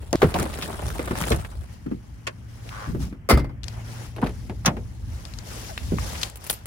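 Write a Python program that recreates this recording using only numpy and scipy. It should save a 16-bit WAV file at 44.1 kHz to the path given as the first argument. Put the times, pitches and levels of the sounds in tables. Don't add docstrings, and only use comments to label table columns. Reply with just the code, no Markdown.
import sys
import numpy as np
from scipy import signal
from scipy.fft import rfft, irfft, next_fast_len
from scipy.io import wavfile
from scipy.ndimage import uniform_filter1d, map_coordinates

SR = 44100
rng = np.random.default_rng(int(sys.argv[2]) if len(sys.argv) > 2 else 0)


def file_out(sig):
    cols = np.atleast_2d(sig).T
    lim = np.clip(cols, -1, 1)
    pcm = np.round(lim * 32767).astype(np.int16)
    wavfile.write(sys.argv[1], SR, pcm)


N = 293957
TIME_S = np.arange(N) / SR
AGE_S = np.arange(SR // 2) / SR

JOINTS_S = [0.157, 1.66, 3.632, 7]

# t/s, level/dB, treble/dB
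LOCK_STRIKES = [(3.289,-9.5,-14), (3.297,-6.5,-1), (3.304,-4,-12), (3.311,-5,-9), (3.319,-8,-42),
                (3.337,-20,7), (3.374,-15.5,-18)]
# t/s, level/dB, treble/dB
GRIP_CLACKS = [(2.269, -17, -5), (2.273, -13.5, -14), (2.282, -42, -27)]
# t/s, level/dB, treble/dB
HANDLE_CONTACTS = [(4.163,-27,-7), (4.183,-21.5,-36), (4.216,-24,-11), (4.227,-20,-48), (4.241,-20.5,-13),
                   (4.262,-20,-16), (4.270,-44,-15), (4.293,-31,-3), (4.497,-21,-29), (4.768,-23.5,-24)]
# t/s, level/dB, treble/dB
STAY_SNAPS = [(4.649,-23.5,-38), (4.657,-16,1), (4.660,-8,23), (4.665,-13,-25), (4.677,-16,-34)]
# t/s, level/dB, f/Hz, tick/dB
KNOCKS = [(0.129,-5,582,-18), (0.149,-5,296,-22), (0.218,-9.5,800,-6), (0.229,-0.5,416,-15),
          (0.242,-3.5,154,-23.5), (0.356,-13,726,-18), (0.397,-18.5,166,-5.5), (0.993,-15.5,493,-11),
          (1.075,-23.5,560,-2.5), (1.109,-10.5,266,-13), (1.214,-18.5,168,-22), (1.308,-5.5,453,-29),
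          (1.322,-12,122,-6.5), (1.862,-15.5,265,-26), (1.914,-12.5,255,-27), (2.948,-18,392,-20),
          (3.126,-24,255,-17.5), (4.226,-12,963,-30), (4.228,-11,232,-36), (4.271,-17,110,-14),
          (4.678,-12.5,188,-9), (5.921,-5,237,-33)]
# t/s, level/dB, f/Hz, t60/s
SNAPS = [(0.1293,-7.5,5070,0.0065), (0.157,-8.5,3770,0.002), (0.219,-13,1530,0.057), (0.341,-17,2720,0.044),
         (0.457,-33,1180,0.02), (0.539,-27.5,2900,.04), (0.623,-19.5,3000,0.084), (0.993,-23.5,2070,0.024),
         (1.155,-16,1330,0.012), (1.238,-17,1880,0.031), (1.319,-13.5,2560,0.035), (1.448,-26.5,1620,0.051),
         (2.691,-25.5,2590,0.016), (4.269,-24,2220,0.02), (5.777,-13.5,2020,0.013), (5.985,-18,1190,0.021),
         (6.154,-25,1680,0.022), (6.214,-25,4830,0.13), (6.2315,-7,3550,0.021), (6.299,-25,8400,0.0093),
         (6.498,-9,3080,.011)]
# t/s, level/dB
TAPS = [(3.633,-26.5), (3.641,-22.5), (3.682,-18), (5.252,-23), (5.337,-26.5), (5.387,-22)]
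# t/s, level/dB, ring/dB
JINGLES = [(6.357,-29,-28), (6.441,-29,-26), (6.466,-25,-24), (6.5,-11,-17), (6.657,-24,-22)]
# start/s, length/s, scrape/dB, hiss/dB
SHOVES = [(0.19,1.2,-37.5,-45), (0.335,0.09,-26.5,-37), (0.53,.14,-61,-45), (0.84,0.069,-59,-40),
          (1.14,0.19,-37.5,-37.5)]
# start/s, length/s, scuff/dB, hiss/dB
MOVES = [(1.66,0.081,-51.5,-55), (2.47,.45,-54.5,-57), (2.62,.28,-49.5,-52), (2.99,0.033,-40.5,-39.5),
         (3.635,0.18,-48,-55), (3.83,0.23,-45.5,-48), (4.2,0.27,-57,-58.5), (5.06,0.51,-51,-53),
         (5.44,0.26,-44,-42), (5.7,0.4,-49,-46), (5.96,0.3,-40.5,-40), (6.39,0.16,-49,-46.5)]
# start/s, length/s, f/Hz, glide/(octave/s), level/dB
SQUEAKS = [(5.554,0.028,642,-24,-40), (5.682,0.059,995,-16,-38), (5.767,0.042,2340,7.5,-48)]
# start/s, length/s, rumble/dB, flutter/dB
JOSTLES = [(0.83,0.039,-30,-38), (1.29,0.067,-24.5,-36), (1.56,0.033,-30.5,-66), (2.87,0.15,-26.5,-29),
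           (3.45,0.23,-39.5,-51), (4.2,0.665,-36,-47), (5.01,0.12,-32,-47.5), (5.8,0.22,-29,-45)]
# t/s, level/dB
HUM_LEVEL = [(1.7, -51.5), (2.95, -41), (3.13, -49.5), (3.81, -36.5), (5.7, -51), (5.97, -41),
             (6.37, -58.5), (6.6, -49)]
# start/s, air/dB, air hiss/dB, breeze/dB, flutter/dB
MOMENTS = [(0,-50,-55,-37,-52), (1.662,-57.5,-63.5,-41.5,-50), (3.09,-59,-75,-43.5,-49.5),
           (3.632,-57,-59,-38,-48), (6.28,-54,-60.5,-44,-55)]
# t/s, lag/s
TURN = [(0.5, -.00005), (1.25, -.0003), (1.8, -.0007), (2.4, -.0007), (3.3, -.0001), (3.7, .0004),
        (4.25, -.00004), (4.7, .0001), (5.2, .0004)]

# f/Hz, level/dB, t60/s
SHELL_MODES = [(131.9, -1.5, 0.67), (212.7, 11.5, 0.18), (274, -6.5, 0.59), (397, -33, 0.38),
               (550, -9, 0.27), (644, -26, 0.18), (912, -19, 0.14), (1220, -2, 0.087), (1600, -33, .2),
               (1640, -16, .2), (2080, -9, 0.36)]
# f/Hz, level/dB, t60/s
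KEY_MODES = [(7440, -10, .1), (8700, -6, 0.07), (10100, -6, 0.046), (10610, 2.5, 0.05), (11040, 2, 0.035),
             (12100, -14, .1), (13030, -14, .1), (13810, -8, .07), (14190, 0, .12)]
# f/Hz, level/dB
LOCK_TONE = [(88, -22), (150, -11.5), (524, 1), (941, -5), (1260, -3), (1660, -15), (2060, -10.5),
             (2600, -21), (3040, -22), (4160, -24.5), (4760, -17), (6260, -30.5), (10200, -27),
             (11500, -34.5), (16000, -31)]
# f/Hz, level/dB
GRIP_TONE = [(180, -25), (300, -9), (624, -2.5), (762, -23), (1080, -2), (1300, -17), (1430, -2),
             (1840, -8), (2520, -5), (3830, -15.5), (5430, -14.5), (5900, -21), (6740, -19), (10200, -30),
             (16000, -47)]
# f/Hz, level/dB
STRUT_TONE = [(290, -30), (500, -2.5), (648, -4), (758, -21), (832, 5.5), (993, -15), (1040, 4), (1330, -1),
              (1440, 4), (1800, -10), (6000, -24), (7800, -57), (13200, -120)]
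# f/Hz, level/dB
HANDLE_TONE = [(180, -6), (300, -7), (462, -6.5), (555, -11.5), (930, -12.5), (1150, -19), (1320, -19.5),
               (2570, -24.5), (3520, -31.5), (5160, -39), (7200, -47), (10200, -39.5), (16000, -56)]
# f/Hz, level/dB
STAY_TONE = [(120, -23), (200, -7.5), (432, -16.5), (601, -7), (1040, -7.5), (1270, -6), (1870, -11),
             (2860, -14), (4600, -22), (6050, -14), (7830, -32.5), (10100, -30), (11100, -40), (14900, -41),
             (16000, -46)]
# f/Hz, level/dB
NYLON_SCRAPE = [(120, -41), (200, -12), (354, -4.5), (486, -7), (540, -9.5), (607, -5.5), (2500, -21.5),
                (3250, -33), (5500, -120)]
# f/Hz, level/dB
NYLON_HISS = [(1290,-3), (2200,-9), (3300,-2.5), (6470,-8), (8000,-5), (10000,-5.5), (12500,-15.5),
              (16000,-13)]
# f/Hz, level/dB
JACKET_SCUFF = [(180, -49), (300, -3.5), (476, -2), (735, -2.5), (817, -1.5), (1100, -6), (2090, -7.5),
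                (2500, -11.5), (3250, -13.5), (5500, -120)]
# f/Hz, level/dB
JACKET_HISS = [(1290,-12), (2200,-10.5), (3400,-5.5), (4200,-5.5), (5600,-3), (8270,-9.5), (10000,-8.5),
               (12000,-15.5), (16000,-18)]
# f/Hz, level/dB
RUMBLE_TONE = [(15, -12), (33, -15), (47, -5), (60, 0), (80, -4), (110, -6.5), (170, -30), (400, -100)]
# f/Hz, level/dB
FLUTTER_TONE = [(60, -42), (120, -0.5), (165, 1), (250, -5.5), (350, -14.5), (800, -52)]
# f/Hz, coherence/1
DIFFUSE = [(60, 0.86), (140, 0.79), (300, 0.69), (650, 0.35), (1400, 0.036), (7000, 0.12), (12000, 0.89)]
# f/Hz, coherence/1
DIRECT = [(100, 0.95), (400, 0.94), (1200, 0.14), (4000, 0.45), (12000, 0.64)]
# f/Hz, t60/s
LOCK_DECAY = [(150, 0.47), (600, 0.034), (2000, 0.14), (5000, 0.093), (14000, .05)]
# f/Hz, t60/s
STAY_DECAY = [(200, 0.42), (1000, 0.1), (3000, 0.075), (7000, 0.032), (14000, 0.03)]

RATTLE_START_S, RATTLE_GAP_S = 3.394, 0.05
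RATTLE_DB, RATTLE_LOSS_DB, RATTLE_TREBLE_DB, RATTLE_DULLING_DB = -22, 5, -16, 12
STRUT_START_S, STRUT_LENGTH_S, STRUT_ATTACK_S, STRUT_RELEASE_S = 2.7, 0.16, 0.018, 0.04
STRUT_DB, STRUT_GAS_DB, SLIP_HZ, WEAK_SLIP_DB = -41.5, -0.5, 105.6, -2
KNOCK_REF_HZ, KNOCK_BASE_T60_S, KNOCK_SLOPE, KNOCK_PAN_DB = 236, 0.12, 0.45, -2
SNAP_PAN_DB, FACING_DB = -0.5, 8
TAP_HZ, TAP_T60_S, TAP_PAN_DB = 4350, 0.013, 28
REBOUND_S, REBOUND_LOSS_DB = 0.01, 5.5
SHOVE_ATTACK_S, SHOVE_RELEASE_S = 0.018, 0.04
ZIP_HZ, ZIP_T60_S, ZIP_DB = 9800, 0.024, 6
CREASE_HZ, CREASE_T60_S, CREASE_DB = 1900, 0.014, 11
MOVE_ATTACK_S, MOVE_RELEASE_S = 0.031, 0.034
FOLD_HZ, FOLD_T60_S, FOLD_DB = 1400, 0.016, 1
JOSTLE_ATTACK_S, JOSTLE_RELEASE_S = 0.011, 0.054
DRAUGHT_DB, DRAUGHT_FLUTTER_DB = -1.5, -4.5
HUM_HZ = 115.1
TOP_HZ = 16000


def tailgate():
    grip_decay = [(300, 0.14), (2500, 0.062), (12000, 0.047)]
    out = amp(-8.5) * latch(GRIP_CLACKS, GRIP_TONE, grip_decay, bright_db=5.0)
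    out += struts()
    rattles = [
        (RATTLE_START_S + k * RATTLE_GAP_S,
         RATTLE_DB - k * RATTLE_LOSS_DB,
         RATTLE_TREBLE_DB - k * RATTLE_DULLING_DB)
        for k in range(3)
    ]
    out += amp(-7.5) * latch(LOCK_STRIKES + rattles, LOCK_TONE, LOCK_DECAY, bright_db=6.5)
    add(out, 3.303, amp(-19.5) * ring(SHELL_MODES, spread=0.2) * rise(0.0098))
    boom = np.sin(2 * np.pi * 62 * AGE_S) * rise(0.00099) * fade(0.23)
    add(out, 3.330, amp(-5.0) * boom)
    upper_boom = np.sin(2 * np.pi * 116 * AGE_S) * rise(0.0035) * fade(0.3)
    add(out, 3.335, amp(-17) * upper_boom)
    tone = [(40, 13.0), (150, 3.5), (500, -12.0), (2000, -30), (5000, -52), (12000, -51)]
    surroundings = noise(tone, DIFFUSE, size=len(AGE_S))
    add(out, 3.32, amp(-10.5) * surroundings * rise(0.0089) * fade(0.41))
    return out


def struts():
    cycles = np.floor(np.cumsum(SLIP_HZ * (1 + 0.006 * wobble(30))) / SR)
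    slips = np.diff(cycles, prepend=0) * amp(WEAK_SLIP_DB * (cycles % 2))
    tube = noise(STRUT_TONE, DIFFUSE, size=len(AGE_S)) * fade(0.03)
    groan = unit(signal.fftconvolve(slips[None], tube, axes=1)[:, :N])
    gas = amp(STRUT_GAS_DB) * noise(STRUT_TONE, DIFFUSE)
    slide = strokes([(STRUT_START_S, STRUT_LENGTH_S, STRUT_DB)], STRUT_ATTACK_S, STRUT_RELEASE_S)
    return slide * (groan + gas)


def latch(contacts, tone, decay, bright_db):
    out = np.zeros((2, N))
    usual_db = np.mean([row[2] for row in contacts])
    for s, db, treble_db in contacts:
        tilt_db = treble_db - usual_db + bright_db
        colour = [(hz, level + tilt_db * hz / (hz + 4000)) for hz, level in tone]
        strike = dying(noise(colour, DIRECT, size=len(AGE_S)), decay)
        add(out, s, amp(db) * strike * rise(0.000057))
    return out


def door():
    handle_decay = [(300, 0.21), (1000, 0.087), (4000, 0.092), (12000, 0.042)]
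    pull = amp(-6.5) * latch(HANDLE_CONTACTS, HANDLE_TONE, handle_decay, bright_db=4.0)
    stay = amp(-3.0) * latch(STAY_SNAPS, STAY_TONE, STAY_DECAY, bright_db=12)
    return pull + stay


def knocks():
    out = np.zeros((2, N))
    tick_tone = [(400, -13.0), (1200, 6.5), (2500, -6.0), (5000, -18), (15000, -28)]
    for s, db, hz, tick_db in KNOCKS:
        t60 = KNOCK_BASE_T60_S * (KNOCK_REF_HZ / hz) ** KNOCK_SLOPE
        panel = np.sin(2 * np.pi * hz * AGE_S) * fade(0.35 * t60) * rise(0.00047)
        colour = [(hz / 8, -14), (hz / 2, -2), (hz, 0), (hz * 1.74, -13), (hz * 3, -31), (hz * 12, -65)]
        scatter = noise(colour, DIRECT, KNOCK_PAN_DB, size=len(AGE_S))
        scatter = dying(scatter, [(150, 1.32 * t60), (1500, 1.14 * t60)]) * rise(0.0016)
        tick = noise(tick_tone, DIRECT, KNOCK_PAN_DB, size=len(AGE_S)) * fade(0.1) * rise(0.00013)
        blow = amp(-2.5) * panel + amp(-7.5) * scatter + amp(tick_db - 4.0) * tick
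        add(out, s, amp(db) * blow)
    return out


def snaps():
    out = np.zeros((2, N))
    lag_s, = curves(TURN)
    for s, db, hz, t60 in SNAPS:
        facing = max(lag_s[round(s * SR)] / lag_s.max(), 0)
        add(out, s, amp(db) * click(hz, t60, SNAP_PAN_DB + FACING_DB * facing))
    return amp(-6) * out


def taps():
    out = np.zeros((2, N))
    for s, db in TAPS:
        add(out, s, amp(db) * click(TAP_HZ, TAP_T60_S, TAP_PAN_DB))
    return amp(-6) * out


def click(hz, t60, pan_db):
    colour = [(hz / 20, -15), (hz / 4, -8), (hz / 2, -7), (hz, 0),
              (hz * 2, -9), (hz * 3.3, -21), (hz * 10, -31)]
    decay = fade(t60) + amp(-29) * fade(0.32)
    return noise(colour, DIRECT, pan_db, size=len(AGE_S)) * decay * rise(0.0001)


def keys():
    out = np.zeros((2, N))
    tone = [(800, -4.0), (6000, -12.5), (10500, -4), (12500, -11), (15500, -9)]
    for s, db, ring_db in JINGLES:
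        for k in range(4):
            tick = noise(tone, DIRECT, pan_db=3.5, size=len(AGE_S)) * fade(0.032)
            blades = amp(ring_db) * ring(KEY_MODES, spread=0.77)
            touch = (blades + amp(-4.0) * tick) * rise(0.00014)
            at_s = s + k * REBOUND_S * rng.uniform(0.58, 1.7)
            add(out, at_s, amp(db - k * REBOUND_LOSS_DB) * touch)
    return out


def backpack(scrape_gain, hiss_gain):
    catching = grains(rate=470, size_db=4.0, life_s=0.0047)
    scrape = patchy(noise(NYLON_SCRAPE, DIFFUSE, pan_db=-1.0) * catching, depth_db=2.5)
    threads = 0.35 * catching + grains(rate=1200, size_db=3.5, life_s=0.0008)
    hiss = patchy(noise(NYLON_HISS, DIFFUSE, pan_db=3.5) * threads, depth_db=2.5)
    air, air_hiss = background()[:2]
    cloth = np.hypot(scrape_gain, air) * scrape + np.hypot(hiss_gain, air_hiss) * hiss
    zips = amp(ZIP_DB) * crackles(hiss_gain, ZIP_HZ, ZIP_T60_S, spread=0.074, count=22)
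    creases = amp(CREASE_DB) * crackles(hiss_gain, CREASE_HZ, CREASE_T60_S, spread=0.41, count=36)
    return (cloth + zips + creases) * (TIME_S < JOINTS_S[1])


def jacket(scuff_gain, hiss_gain):
    scuff = patchy(noise(JACKET_SCUFF, DIFFUSE), depth_db=2.2)
    threads = grains(rate=4500, size_db=2.5, life_s=0.0019)
    hiss = patchy(noise(JACKET_HISS, DIFFUSE, pan_db=5.0) * threads, depth_db=1.5)
    folds = amp(FOLD_DB) * crackles(scuff_gain, FOLD_HZ, FOLD_T60_S, spread=0.41, count=30)
    air, air_hiss = background()[:2]
    cloth = np.hypot(scuff_gain, air) * scuff + np.hypot(hiss_gain, air_hiss) * hiss
    return (cloth + folds) * (TIME_S >= JOINTS_S[1])


def seat():
    out = np.zeros((2, N))
    for s, length_s, hz, glide, db in SQUEAKS:
        pitch_hz = hz * 2 ** (glide * AGE_S) * (1 + 0.04 * wobble(400)[:len(AGE_S)])
        squeak = np.sin(2 * np.pi * np.cumsum(pitch_hz) / SR)
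        swell = np.sin(np.pi * np.minimum(AGE_S / length_s, 1))
        add(out, s, amp(db) * squeak * swell)
    return out


def outdoors(motion):
    breeze, breeze_flutter = background()[2:]
    bump, flap = strokes(JOSTLES, JOSTLE_ATTACK_S, JOSTLE_RELEASE_S)
    rumble_gain = np.sqrt(breeze ** 2 + (amp(DRAUGHT_DB) * motion) ** 2 + bump ** 2)
    flutter_gain = np.sqrt(breeze_flutter ** 2 + (amp(DRAUGHT_FLUTTER_DB) * motion) ** 2 + flap ** 2)
    rumble = rumble_gain * noise(RUMBLE_TONE, DIFFUSE)
    flutter = flutter_gain * noise(FLUTTER_TONE, DIFFUSE)
    phase = 2 * np.pi * np.cumsum(HUM_HZ + 1.66 * wobble(6)) / SR
    hum = np.sqrt(2) * (np.sin(phase) + amp(-19.0) * np.sin(2 * phase))
    hum_gain = amp(curves(HUM_LEVEL)[0] + 0.97 * wobble(16))
    return rumble + flutter + hum_gain * hum


def background():
    starts, *levels = np.transpose(MOMENTS)
    moment = np.maximum(np.searchsorted(starts, TIME_S, side='right') - 1, 0)
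    return amp(levels)[:, moment]


def amp(db):
    return 10 ** (np.asarray(db) / 20)


def unit(x):
    return x / np.sqrt(np.mean(x ** 2) + 1e-20)


def along(points, hz):
    f, v = np.transpose(points)
    return np.interp(np.log(hz + 1), np.log(f + 1), v)


def curves(rows):
    s, *cols = np.transpose(rows)
    return [np.interp(TIME_S, s, c) for c in cols]


def wobble(rate):
    knots = rng.standard_normal(int(N * rate / SR) + 4)
    return map_coordinates(knots, [TIME_S * rate])


def fade(t60):
    return np.exp(-np.log(1000) * AGE_S / max(t60, 0.002))


def rise(seconds):
    return 1 - np.exp(-AGE_S / max(seconds, 1e-5))


def strokes(rows, attack_s, release_s):
    power = 0
    for start, length, *levels in rows:
        age = np.maximum(TIME_S - start, 0)
        shape = (1 - np.exp(-age / attack_s)) * np.exp(-np.maximum(age - length, 0) / release_s)
        power = power + (amp(levels)[:, None] * shape) ** 2
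    return np.sqrt(power)


def noise(spectrum, alike, pan_db=0, size=N):
    m = next_fast_len(size)
    hz = np.fft.rfftfreq(m, 1 / SR)
    turn = np.arccos(np.clip(along(alike, hz), -1, 1)) / 2
    white = rfft(rng.standard_normal((2, m)))
    mid, side = white * amp(along(spectrum, hz)) * [np.cos(turn), np.sin(turn)]
    shade = amp(pan_db / 2 * hz / (hz + 500) * along([(7000, 1.0), (12000, 0.092)], hz))
    return unit(irfft([(mid + side) * shade, (mid - side) / shade], m)[:, :size])


def dying(x, decay):
    z = rfft(x)
    hz = np.fft.rfftfreq(len(AGE_S), 1 / SR)
    octave = np.log2(np.clip(hz, 125, 16000))
    out = 0
    for centre in 125 * 2 ** np.arange(8):
        weight = np.maximum(1 - abs(octave - np.log2(centre)), 0)
        out = out + irfft(z * weight, len(AGE_S)) * fade(along(decay, centre))
    return out


def ring(modes, spread):
    out = 0
    for hz, db, t60 in modes:
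        phase = rng.uniform(0, 2 * np.pi) + spread * rng.standard_normal((2, 1))
        strength = amp(db + rng.normal(0, 1.6))
        out = out + strength * np.sin(2 * np.pi * hz * AGE_S + phase) * fade(t60)
    return out


def grains(rate, size_db, life_s):
    sizes = amp(size_db * np.minimum(rng.exponential(size=N), 4))
    kicks = (rng.random(N) < rate / SR) * sizes
    keep = np.exp(-1 / (max(life_s, 1e-4) * SR))
    return unit(np.sqrt(signal.lfilter([1], [1, -keep], kicks ** 2)))


def patchy(x, depth_db):
    z = signal.stft(x, nperseg=256)[2]
    field = rng.standard_normal(z.shape[1:])
    field = uniform_filter1d(field, size=4, axis=0)
    field = uniform_filter1d(field, size=7, axis=1)
    return unit(signal.istft(z * amp(depth_db * unit(field)), nperseg=256)[1][:, :N])


def crackles(effort, hz, t60, spread, count):
    out = np.zeros((2, N))
    work = np.cumsum(effort)
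    for share, size, detune in zip(rng.random(count), *rng.standard_normal((2, count))):
        at = np.searchsorted(work, share * effort.sum())
        centre = hz * np.exp(spread * detune)
        colour = [(centre / 3, -24), (centre * 0.41, -12), (centre, 0), (centre * 1.2, -12), (centre * 3, -24)]
        tick = noise(colour, DIRECT, size=len(AGE_S)) * fade(t60)
        add(out, at / SR, effort[at] * amp(3 * size) * tick)
    return out


def add(track, s, sound):
    start = min(round(s * SR), N)
    joint_s = min(j for j in JOINTS_S if j > s)
    end = min(N, start + len(AGE_S), round(joint_s * SR))
    track[:, start:end] += sound[..., :end - start]


def ports(x):
    m = next_fast_len(N + SR // 2)
    lowpass = 1 / (1 + (np.fft.rfftfreq(m, 1 / SR) / 9000) ** 140)
    low = irfft(rfft(x, m) * lowpass, m)[:, :N]
    half_lag_s = curves(TURN)[0] / 2
    shifted = [map_coordinates(side, [(TIME_S + sign * half_lag_s) * SR], order=3)
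               for side, sign in zip(low, (-1, 1))]
    return np.array(shifted) + x - low


def scene():
    scrape, bag_hiss = strokes(SHOVES, SHOVE_ATTACK_S, SHOVE_RELEASE_S)
    scuff, sleeve_hiss = strokes(MOVES, MOVE_ATTACK_S, MOVE_RELEASE_S)
    near = tailgate() + door() + knocks() + snaps() + taps() + keys()
    near += backpack(scrape, bag_hiss) + jacket(scuff, sleeve_hiss) + seat()
    balance = amp([[0.5], [-0.5]])
    return (ports(near) + outdoors(scrape + scuff)) * balance


def record(dry):
    thinned = signal.sosfilt(signal.butter(4, 38, 'highpass', fs=SR, output='sos'), dry)
    held = thinned / (1 + np.abs(thinned / 0.8) ** 6) ** (1 / 6)
    m = next_fast_len(N + SR // 2)
    band = 1 / (1 + (np.fft.rfftfreq(m, 1 / SR) / TOP_HZ) ** 120)
    return irfft(rfft(held, m) * band, m)[:, :N]


dry = scene()
out = record(dry)
file_out(out)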